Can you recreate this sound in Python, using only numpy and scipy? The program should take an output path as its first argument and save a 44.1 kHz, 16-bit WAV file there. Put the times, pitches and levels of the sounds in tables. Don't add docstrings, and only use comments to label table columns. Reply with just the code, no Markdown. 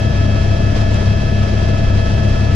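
import sys
import numpy as np
from scipy import signal
from scipy.fft import rfft, irfft
from scipy.io import wavfile
from scipy.ndimage import uniform_filter1d, minimum_filter1d

SR = 44100
rng = np.random.default_rng(int(sys.argv[2]) if len(sys.argv) > 2 else 0)


def log_audio(samples):
    frames = np.atleast_2d(samples).T
    limited = np.clip(frames, -1, 1)
    pcm = np.round(limited * 32767).astype(np.int16)
    wavfile.write(sys.argv[1], SR, pcm)


N = 112454
TIME = np.arange(N) / SR
SIDES = np.array([[1], [-1]])
MAIN_REV_HZ, MAIN_BLADES = 6.51, 3


def from_db(db):
    return 10 ** (np.asarray(db) / 20)


def at_hz(rows, hz):
    points, *columns = np.transpose(rows)
    return [np.interp(np.log(hz + 1), np.log(points + 1), column) for column in columns]


def drift(rate_hz):
    hz = np.arange(N + 1) * SR / (2 * N)
    spectrum = rfft(rng.standard_normal(2 * N))
    slow = irfft(spectrum / (1 + (hz / rate_hz) ** 2))
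    return slow[:N] / slow.std()


def ring(start_s, level_db, pitch_hz, t60_s):
    age = np.maximum(TIME - start_s, 0)
    envelope = from_db(level_db - 60 * np.minimum(age / t60_s, 10))
    return envelope * np.sin(2 * np.pi * pitch_hz * age)


def partial(turns, level_db, pan_db, lead_rad, flutter, flutter_hz):
    wobble = 1 + flutter * (drift(flutter_hz) + 1j * drift(flutter_hz))
    phasor = np.exp(2j * np.pi * turns) * wobble
    gains = from_db(SIDES * pan_db / 2)
    amplitude = 2 * from_db(level_db) * gains / np.sqrt(np.sum(gains ** 2))
    return amplitude * np.real(phasor * np.exp(.5j * SIDES * lead_rad))


def harmonics(turns, rows, flutter, flutter_hz):
    return sum(partial(multiple * turns, level_db, pan_db, lead_rad, flutter, flutter_hz)
               for multiple, level_db, pan_db, lead_rad in rows)


def air(blade_passes):
    # frequency_hz, density_db [dB per Hz]
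    air_spectrum = [(8, -52.5), (20, -46), (45, -50), (80, -40), (115, -41), (165, -46), (230, -49),
                    (320, -52), (430, -54.5), (565, -55.5), (598, -51.5), (650, -54), (720, -60),
                    (900, -62), (1150, -65), (1560, -67.5), (1700, -68.5), (1900, -68.5), (2700, -69),
                    (3600, -72.5), (5300, -73), (6300, -77.5), (7200, -82.5), (8200, -89.5), (10500, -92),
                    (11300, -104), (13300, -108)]
    # frequency_hz, pan_db [left minus right], likeness [0-1], lead_rad [of the left]
    air_image = [(40, -.3, .98, .05), (100, 3, .98, .2), (220, 5.7, .95, .15), (400, 7.5, .83, -.3),
                 (490, 10, .72, -.6), (620, 5.8, .78, -1.4), (880, -1, .68, -1.8), (1130, -2, .55, -2.3),
                 (1400, -2.8, .28, 0), (2800, -2.3, .3, -.1), (3700, .5, .56, .1), (4700, 0, .2, .7),
                 (5600, .2, .25, 3.1), (8000, -1.5, .14, 3.5)]
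    roar_chop, hiss_chop = 0.14, 0.056
    chop_lag = .3
    roar_flicker_db, hiss_flicker_db = 0.34, 1
    roar_below_hz = 790

    hz = np.arange(N // 2 + 1) * SR / N
    density_db, = at_hz(air_spectrum, hz)
    pan_db, likeness, lead_rad = at_hz(air_image, hz)

    common, opposed = rfft(rng.standard_normal((2, N)))
    noise = np.sqrt(1 + likeness) * common + SIDES * np.sqrt(1 - likeness) * opposed
    gains = from_db(SIDES * pan_db / 2)
    balance = gains * np.sqrt(SR / 2 / np.sum(gains ** 2, axis=0))
    noise = noise * balance * from_db(density_db) * np.exp(.5j * SIDES * lead_rad)

    low = 1 / (1 + (hz / roar_below_hz) ** 6)
    chop = np.cos(2 * np.pi * (blade_passes - chop_lag))
    roar = irfft(noise * low, N) * (1 + roar_chop * chop)
    hiss = irfft(noise * (1 - low), N) * (1 + hiss_chop * chop)
    return roar * from_db(roar_flicker_db * drift(29)) + hiss * from_db(hiss_flicker_db * drift(19))


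def fitting_ticks():
    # start_s, level_db [before the mode's own], brightness_db [per octave]
    ticks = [(0.8024, -40, 0), (0.9435, -31, -2)]
    # pitch_hz, level_db [relative], t60_s
    fitting_modes = [(900, -4, .005), (1900, -2, .005), (3500, 1, .006), (5100, 0, .008), (7150, 2, 0.011),
                     (10300, -9, .008)]
    pivot_hz = 5000
    sound = np.zeros(N)
    for k, (pitch_hz, mode_db, t60_s) in enumerate(fitting_modes):
        polarity = (-1) ** k
        for start_s, level_db, brightness_db in ticks:
            tilt_db = brightness_db * np.log2(pitch_hz / pivot_hz)
            sound += polarity * ring(start_s, level_db + mode_db + tilt_db, pitch_hz, t60_s)
    return sound


def gust_thumps():
    # start_s, level_db [of the sine's envelope at its start], pitch_hz
    gusts = [(.44, -35, 30), (1.872, -5, 44.4), (1.936, -9, 23), (2.307, -8, 33)]
    cycles = 5.5
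    return sum(ring(start_s, level_db, pitch_hz, cycles / pitch_hz) for start_s, level_db, pitch_hz in gusts)


def accessories(clock):
    # pitch_hz, level_db, pan_db [left minus right], lead_rad [of the left]
    whines = [(663.4, -46, 6, -1.3), (676.4, -34.5, 8, -1.4), (1619.5, -49.5, -7, -.9),
              (1690.9, -50, 4, -.7), (3576.9, -61, -1, .1), (5235.5, -52, 9, 2.9)]
    return sum(partial(pitch_hz * clock + rng.random(), level_db, pan_db, lead_rad, flutter=0.059, flutter_hz=8)
               for pitch_hz, level_db, pan_db, lead_rad in whines)


def gearbox(clock):
    # multiple [of the tooth rate], level_db [before the swell], pan_db [left minus right],
    # lead_rad [of the left], swell [share of the amplitude, once per rotor turn]
    mesh_tones = [(1, -31.5, 8.5, -1.92, 0), (2, -40, -5.5, 2, 0.66), (3, -51.5, 8.5, -3, 0.5),
                  (4, -41.5, -1.5, 0.46, 0), (5, -42.5, 0.5, 0, 0.04), (6, -54.5, -1, -1, 0),
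                  (8, -49.5, -8.5, 4, .1), (9, -57, -7, 5, 0)]
    mesh_hz, first_swell_s = 650.35, 0.062
    planets = np.cos(2 * np.pi * MAIN_REV_HZ * (clock - first_swell_s))
    sound = 0
    for multiple, level_db, pan_db, lead_rad, swell in mesh_tones:
        turns = multiple * mesh_hz * clock + rng.random()
        tone = partial(turns, level_db, pan_db, lead_rad, flutter=0.17, flutter_hz=20)
        sound = sound + (1 + swell * planets) * tone
    return sound


def shaft_and_fan(clock):
    # multiple [of the turn rate], level_db, pan_db [left minus right],
    # lead_rad [of the left]
    shaft_tones = [(1, -16, 3, 0.37), (15, -58.5, -1, 3.6), (17, -34.5, -.5, 1.57), (34, -59, 13.5, 0.8)]
    shaft_hz, fan_hz = 101.13, 107.9
    first_beat_s = 0.067
    shaft_turns = shaft_hz * clock + rng.random()
    fan_turns = shaft_turns + (fan_hz - shaft_hz) * (clock - first_beat_s)
    shaft = harmonics(shaft_turns, shaft_tones, flutter=.07, flutter_hz=10)
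    fan = partial(fan_turns, level_db=-27.5, pan_db=3, lead_rad=0.33, flutter=0.092, flutter_hz=4)
    return shaft + fan


def tail_rotor(clock):
    # multiple [of the turn rate], level_db, pan_db [left minus right], lead_rad [of the left]
    tail_tones = [(1, -32, 4.5, .2), (2, -20.5, 2, 0.09), (4, -27, 0.5, -0.099), (6, -26.5, 5.5, .2),
                  (8, -37, 13, 0.45), (10, -58.5, 10, -.2), (12, -51, 6, -.4)]
    tail_rev_hz = 34.473
    return sum(partial(multiple * tail_rev_hz * clock + rng.random(), level_db, pan_db, lead_rad,
                       flutter=.1, flutter_hz=12)
               for multiple, level_db, pan_db, lead_rad in tail_tones)


def main_rotor(blade_passes):
    # multiple [of the blade rate], level_db, pan_db [left minus right], lead_rad [of the left]
    blade_tones = [(1, -25, 0, .1), (2, -32, 1, .2), (3, -39, 2.5, .2), (4, -39, 2, .2), (5, -31.5, 3, .2)]
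    return harmonics(blade_passes, blade_tones, flutter=0.3, flutter_hz=2.3)


def scene():
    speed_wander, wander_hz = .0003, 0.48
    first_blade_s = .036
    clock = TIME + speed_wander * np.cumsum(drift(wander_hz)) / SR
    blade_passes = MAIN_BLADES * MAIN_REV_HZ * (clock - first_blade_s)
    background = air(blade_passes) + fitting_ticks() + gust_thumps()
    machinery = accessories(clock) + gearbox(clock) + shaft_and_fan(clock)
    return background + machinery + tail_rotor(clock) + main_rotor(blade_passes)


def record(dry):
    limit_db, limit_s, cutoff_hz = -1.9, .008, 13750
    size = max(int(limit_s * SR), 2)
    peak = np.abs(dry).max(axis=0)
    allowed = np.minimum(1, from_db(limit_db) / (peak + 1e-9))
    gain = uniform_filter1d(minimum_filter1d(allowed, size), size)
    low_pass = signal.ellip(10, .1, 80, cutoff_hz, fs=SR, output="sos")
    return signal.sosfilt(low_pass, dry * gain)


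dry = scene()
out = record(dry)
log_audio(out)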